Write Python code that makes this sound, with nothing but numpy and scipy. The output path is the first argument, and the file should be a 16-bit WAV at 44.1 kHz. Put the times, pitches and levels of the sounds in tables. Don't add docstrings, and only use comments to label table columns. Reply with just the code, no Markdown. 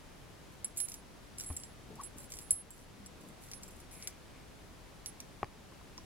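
import sys
import numpy as np
from scipy import signal
from scipy.fft import rfft, irfft
from scipy.io import wavfile
from scipy.ndimage import uniform_filter1d

SR = 44100
rng = np.random.default_rng(int(sys.argv[2]) if len(sys.argv) > 2 else 0)


def digitize_waveform(pressure):
    field = np.atleast_2d(pressure).T
    bounded = np.clip(field, -1, 1)
    quanta = np.round(bounded * 32767).astype(np.int16)
    wavfile.write(sys.argv[1], SR, quanta)


N = 266893
TIME = np.arange(N) / SR
HZ = np.fft.rfftfreq(N, 1 / SR)

# start and end in seconds, relative level in dB.
KEY_SCRAPES = [(0.517, 0.556, -73), (0.763, 0.96, -57.5), (1.38, 1.446, -57), (1.48, 1.6, -64),
               (2.009, 2.071, -66.5), (2.168, 2.257, -65.5), (2.295, 2.375, -61), (2.39, 2.55, -72),
               (2.734, 2.833, -71), (3.202, 3.31, -74.5), (3.411, 3.567, -67.5), (3.615, 3.85, -71),
               (3.919, 4.113, -67), (5.063, 5.108, -66)]


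def amp(db):
    return 10 ** (np.asarray(db) / 20)


def unit_rms(x):
    return x / np.sqrt(np.mean(x ** 2) + 1e-20)


def curve_at(points, hz):
    point_hz, value = np.transpose(points)
    return np.interp(np.log(hz + 1), np.log(point_hz + 1), value)


def filtered(x, response):
    return irfft(rfft(x) * response, N)


def coloured(clicks, spectrum):
    log_gain = np.log(amp(curve_at(spectrum, abs(np.fft.fftfreq(2048, 1 / SR)))))
    impulse = np.fft.ifft(np.exp(np.conj(signal.hilbert(log_gain)))).real[:512]
    return signal.oaconvolve(clicks, impulse)[:N]


def resonances(peaks):
    return 1 + sum(amp(db) / (1 + 2j * (HZ - hz) / width) for hz, width, db in peaks)


def add(mix, start_s, sound):
    part = mix[max(round(start_s * SR), 0):][:len(sound)]
    part += sound[:len(part)]


def swells(rubs, ends_db=-13):
    return sum(amp(db + ends_db * (2 * (TIME - middle) / length) ** 2) for middle, length, db in rubs)


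def room_tone(left_db=-53, right_db=-54.1, whine_hz=10900, whine_db=-80):
    # frequency in Hz, relative density in dB.
    spectrum = [(12, -43), (20, 1), (53, 0.5), (86, -1), (158, -2.5), (234, -5), (270, -5.5), (357, -7.5),
                (1030, -14), (1150, -15), (2260, -19), (5530, -24), (7730, -27), (10500, -30),
                (16000, -36.5)]
    # frequency in Hz, coherence from 0 to 1.
    likeness = [(30, 0.56), (130, 0.43), (600, 0.28), (3000, 0.35), (15000, 0.1)]
    left, independent = rfft(rng.standard_normal((2, N)))
    coherence = np.clip(curve_at(likeness, HZ), 0, 1)
    right = coherence * left + np.sqrt(1 - coherence ** 2) * independent
    noise = unit_rms(irfft(np.array([left, right]) * amp(curve_at(spectrum, HZ)), N))
    whine = np.sqrt(2) * amp(whine_db) * np.sin(2 * np.pi * whine_hz * TIME)
    return noise * amp([[left_db], [right_db]]) + whine


def slips(grains_per_s=600, spread_db=2.2, clump_db=4, ripple_db=3, port_db=3):
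    spectrum = np.zeros((2, len(HZ)), complex)
    knots_hz = np.linspace(0, SR / 2, num=32)
    for _ in range(4):
        sizes = amp(spread_db * np.minimum(rng.exponential(1, N), 3)) * rng.standard_normal(N)
        drift = unit_rms(uniform_filter1d(rng.standard_normal(N), size=300))
        clumps = amp(clump_db * np.clip(drift, -2, 2))
        grains = sizes * clumps * (rng.random(N) < grains_per_s / SR)
        colour_db = ripple_db * rng.uniform(-2, 2, len(knots_hz))
        shade_db = port_db * rng.uniform(-2, 2, (2, len(knots_hz)))
        spectrum += rfft(grains) * amp([np.interp(HZ, knots_hz, colour_db + side) for side in shade_db])
    return unit_rms(irfft(spectrum, N))


def scrapes(gain_db=3, body_db=-1, body_below_hz=9800, sag_db=4.5, fade_s=0.014):
    # frequency in Hz, relative density in dB.
    colour = [(500, -20), (1500, -17.5), (2300, 3.5), (4000, 2), (5600, -2.5), (6700, 12.5), (8300, 12.5),
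              (9500, 5), (11500, 4), (14000, 7.5), (15600, 7), (16300, -11)]
    # centre and width in Hz, gain in dB.
    key_peaks = [(7720, 170, 5.5), (10700, 99, 12.5)]
    start, end, db = np.transpose(KEY_SCRAPES)[:, :, None]
    t = TIME[::64]
    progress = np.clip((t - start) / (end - start), 0, 1)
    fades = np.clip(np.minimum(t - start, end - t) / fade_s + .5, 0, 1)
    strokes = amp(db - sag_db * progress) * fades
    force = np.interp(TIME, t, strokes.sum(0))
    body = 1 / (1 + (HZ / body_below_hz) ** 12)
    shelf = 1 - body + amp(body_db) * body
    response = shelf * amp(curve_at(colour, HZ)) * resonances(key_peaks)
    return amp(gain_db) * filtered(force * slips(), response)


def touches(per_s=16, at_most=12, spread_db=3, free_s=0.023, balance_spread_db=8):
    over_scrape_db = np.array([4.5, -1.5, 4, 4])
    rows = []
    for start, end, db in KEY_SCRAPES:
        times = start + (np.arange(at_most) + rng.random(at_most)) / per_s
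        levels = db + over_scrape_db + spread_db * rng.standard_normal((at_most, 4))
        sides = balance_spread_db * rng.standard_normal(at_most)
        rows += [(s, *level, free_s, side) for s, level, side in zip(times, levels, sides) if s < end]
    return rows


def contact_force(t, chatter_s=0.0056, chatter_db=-1, slip_s=0.013, slip_db=-7):
    crack = t == 0
    bounces = rng.standard_normal(len(t)) * rng.exponential(1, len(t)) * np.exp(-t / chatter_s)
    bounces *= amp(chatter_db) / np.linalg.norm(bounces)
    slip = rng.standard_normal(len(t)) * np.exp(-t / slip_s)
    slip *= amp(slip_db) / np.linalg.norm(slip)
    return (crack + bounces + slip) * np.sqrt(.004 * SR)


def clinks(gain_db=3, high_gain_db=3.5, damped_t60_s=0.036, pinched_s=0.018, detune=0.00052):
    # start in seconds, relative levels in dB of bright tick, dull tick,
    # high tone and low tone, seconds until damped, left over right in dB for the high tone.
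    strikes = [(0.645, -49, -53.5, -34, -37.5, 0.0073, -3), (0.7725, -41, -61, -48, -39, .01, -4),
               (0.778, -41.5, -62, -38, -46, 0.031, -11), (0.8027, -39.5, -49, -34, -46, 0.052, -15),
               (0.886, -49, -71, -50, -48, .022, 2), (0.9416, -47, -56, -59, -57, 0.057, -2),
               (1.3839, -55, -58, -42.5, -44, 0.015, 3), (1.3992, -57, -53, -53, -49, 0.0092, -4),
               (1.409, -54, -54, -50, -45, .012, -8), (1.462, -69, -73, -46.5, -46, .2, 0),
               (1.5654, -53, -67, -50, -34.5, .007, -3), (1.5695, -49, -58, -55.5, -49, .17, -1),
               (1.6358, -56, -58, -77, -47, .04, -2), (1.9556, -62, -74, -69, -68, .01, -1),
               (2.035, -55, -65, -47.5, -45.5, 0.039, -6), (2.184, -56, -67, -59, -50, .03, -13),
               (2.3207, -51.5, -55, -65, -45, 0.0083, 5), (2.357, -57, -73, -68, -58, .012, -4),
               (2.3886, -49.5, -56, -58, -57, 0.0054, 0), (2.413, -61, -75, -57.5, -55, .11, -3),
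               (2.5073, -37.5, -50, -22, -29.5, 0.0077, -.5), (2.5177, -40, -61, -31, -43, 0.023, 2),
               (2.546, -75, -78, -43, -52, 0.071, 1), (2.7058, -52, -75, -65, -48, .071, 2),
               (3.061, -57.5, -63.5, -58.5, -48.5, .009, -1), (3.515, -52, -53.5, -59, -63, .011, 0),
               (3.535, -62, -54.5, -52.5, -63, 0.048, -3), (3.6335, -54.5, -59, -67, -47, .006, 0),
               (3.6796, -60, -72, -71, -58, .015, -3), (3.9126, -65, -68, -57, -66, 0.096, 13),
               (4.0249, -64, -56, -51.5, -52, 0.033, 5), (4.0737, -46, -48, -43, -45, .006, 15),
               (5.06, -47.5, -49.5, -45.5, -67, 0.033, -5), (5.203, -52, -55.5, -60, -79, .005, -5),
               (5.9788, -76, -56, -79, -77, .005, 1)]
    # frequency in Hz, relative level in dB, T60 in seconds.
    key_modes = [(10620, 3, 0.47), (5500, -20, .2), (10696, 4.5, .1), (7650, 0.5, 0.11), (7760, -11, 0.14),
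                 (12530, -32, 0.101)]
    # frequency in Hz, relative density in dB.
    bright_colour = [(2000, -52), (6000, -18), (7200, 9.5), (8200, 6), (9500, 3.5), (10700, 4.5),
                     (12000, 0.5), (14000, -4), (15200, 0), (16000, -3)]
    dull_colour = [(300, -41), (1400, -4), (2200, 2), (3300, 3), (4500, 2), (6000, 9), (9000, -8),
                   (16000, -13)]
    # centre and width in Hz, gain in dB.
    cuff_peaks = [(2310, 153, 2.5), (4600, 330, 3), (5430, 930, 7)]
    t = np.arange(SR // 2) / SR
    bright, dull, left, right = np.zeros((4, N))
    hz, mode_db, t60 = np.transpose(key_modes)[:, :, None]
    attack = 1 - np.exp(-t / 0.00048)
    for start, bright_db, dull_db, high_db, low_db, free_s, balance_db in strikes + touches():
        force = contact_force(t)
        add(bright, start, amp(bright_db + gain_db) * force)
        add(dull, start, amp(dull_db + gain_db) * force)
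        tuning = 1 + detune * rng.standard_normal(hz.shape)
        damping = amp(-60 * np.maximum(t - free_s, 0) / damped_t60_s)
        modes = amp(mode_db - 60 * t / t60) * np.sin(2 * np.pi * hz * tuning * t) * attack * damping
        pinched = 1 / (1 + (free_s / pinched_s) ** 2)
        high_tone = amp(high_db + high_gain_db) * ((1 - pinched) * modes[:2].sum(0) + pinched * modes[2])
        low_tone = amp(low_db + gain_db) * modes[3:].sum(0)
        beam = np.arctan(amp(balance_db))
        add(left, start, np.sqrt(2) * np.sin(beam) * high_tone + low_tone)
        add(right, start, np.sqrt(2) * np.cos(beam) * high_tone + low_tone)
    dull_ticks = filtered(coloured(dull, dull_colour), resonances(cuff_peaks))
    return np.array([left, right]) + coloured(bright, bright_colour) + dull_ticks


def knocks(drive_octaves=1.35, contact_cycles=0.33):
    # start in seconds, relative level in dB, best-driven frequency in Hz.
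    blows = [(1.5027, -38, 1400), (1.5093, -35.5, 600), (5.4306, -18, 1000), (5.4331, -32, 750),
             (5.4442, -29, 4600)]
    # frequency in Hz, relative level in dB, T60 in seconds.
    lock_modes = [(432, -11, 0.026), (660, -13, 0.019), (804, -2, 0.014), (1060, -1.5, 0.012),
                  (1800, -5, 0.0073), (2230, -10.5, 0.0082), (4600, -12, 0.0037)]
    t, out = np.arange(SR // 10) / SR, np.zeros(N)
    hz, mode_db, t60 = np.transpose(lock_modes)[:, :, None]
    for start, db, best_hz in blows:
        drive = np.exp(-.5 * (np.log2(hz / best_hz) / drive_octaves) ** 2)
        ring = np.sum(drive * amp(mode_db - 60 * t / t60) * np.sin(2 * np.pi * hz * t), axis=0)
        attack = 1 - np.exp(-t * best_hz / contact_cycles)
        add(out, start, amp(db) * ring * attack)
    return out


def hand_bumps():
    # start in seconds, relative level in dB, pitch in Hz, T60 in seconds.
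    bumps = [(1.503, -32, 78.5, 0.14), (1.509, -43, 269, 0.1), (1.905, -48, 430, 0.15),
             (2.16, -44.5, 220, 0.058), (2.526, -38, 89, 0.06), (3.002, -46.5, 200, 0.17),
             (5.436, -33, 127, 0.041)]
    t, out = np.arange(SR // 3) / SR, np.zeros(N)
    for start, db, hz, t60 in bumps:
        add(out, start, -amp(db - 60 * t / t60) * np.sin(2 * np.pi * hz * t))
    return out


def finger_rubs(gain_db=-3):
    # middle and length in seconds, relative level in dB.
    shifts = [(1.93, 0.18, -52), (2.2, .17, -57), (3.1, .4, -60.5), (3.26, 0.16, -53), (3.6, .36, -59.5)]
    # frequency in Hz, relative density in dB.
    colour = [(40, -29), (120, -3), (200, 1), (420, -11.5), (700, -14.5), (1500, -30), (5000, -52)]
    friction = unit_rms(filtered(rng.standard_normal(N), amp(curve_at(colour, HZ))))
    return amp(gain_db) * friction * swells(shifts)


def squeak(peak_s=2.005, rise_s=0.0138, fall_s=0.015, low_hz=780, top_hz=1158, db=-48.5, rough=0.3):
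    speed = np.exp(-((TIME - peak_s) / np.where(TIME < peak_s, rise_s, fall_s)) ** 2)
    hz = low_hz + (top_hz - low_hz) * speed
    size_jitter, phase_jitter = unit_rms(uniform_filter1d(rng.standard_normal((2, N)), size=90))
    phase = 2 * np.pi * np.cumsum(hz) / SR + rough * phase_jitter
    tone = unit_rms((1 + rough * size_jitter) * np.sin(phase))
    return np.sqrt(2) * amp(db) * tone * speed ** 0.66


def cuff_slide(centre_hz=2230, width_hz=400):
    # middle and length in seconds, relative level in dB.
    slides = [(4.04, 0.29, -62.5), (4.37, .15, -66)]
    resonance = 1 / (1 + 2j * (HZ - centre_hz) / width_hz)
    return unit_rms(filtered(rng.standard_normal(N), resonance)) * swells(slides)


def keyhole_taps(hz=1030, t60_s=.034):
    # start in seconds, relative level in dB.
    taps = [(5.722, -50), (5.813, -48.5), (5.983, -44)]
    t, out = np.arange(SR // 10) / SR, np.zeros(N)
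    for start, db in taps:
        add(out, start, amp(db - 60 * t / t60_s) * np.sin(2 * np.pi * hz * t))
    return out


def room_tail(x, t60_s=0.21):
    t = np.arange(SR // 3) / SR
    reflections = rng.standard_normal((2, len(t))) * (rng.random((2, len(t))) < .1)
    reflections *= (t > .003) * amp(-60 * t / t60_s)
    reflections /= np.linalg.norm(reflections, axis=1, keepdims=True)
    return signal.fftconvolve(x[None], reflections, axes=1)[:, :N]


def scene(lag_s=.000088, keys_room_db=-15, held_room_db=-21):
    keys = clinks() + scrapes()
    held = knocks() + hand_bumps() + finger_rubs() + squeak() + cuff_slide() + keyhole_taps()
    # frequency in Hz, left gain and right loss in dB.
    shade = [(2000, 0.57), (5000, -0.55), (7600, 0.39), (10600, -0.73), (14000, 0)]
    tilt = amp(curve_at(shade, HZ))
    delay = np.exp(-2j * np.pi * HZ * lag_s)
    direct = filtered(keys, np.array([tilt * delay, 1 / tilt])) + held * amp([[1], [-1]])
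    tail = room_tail(amp(keys_room_db) * keys.mean(0) + amp(held_room_db) * held)
    return direct + tail + room_tone()


def record(dry, threshold_db=-42, slope=0.17, recovery_db_per_s=28, cutoff_hz=16200):
    power = signal.lfilter([.002], [1, -.998], (dry ** 2).mean(0))
    level_db = 10 * np.log10(power + 1e-12)
    recovery_db = TIME * recovery_db_per_s
    held_db = np.maximum.accumulate(level_db + recovery_db) - recovery_db
    over_db = np.maximum(held_db - threshold_db, 0)
    ducked = dry * amp(-slope * signal.lfilter([.001], [1, -.999], over_db))
    lowpass = signal.firwin(255, cutoff_hz, window=("kaiser", 8), fs=SR)
    return signal.oaconvolve(ducked, lowpass[None], "same")


dry = scene()
out = record(dry)
digitize_waveform(out)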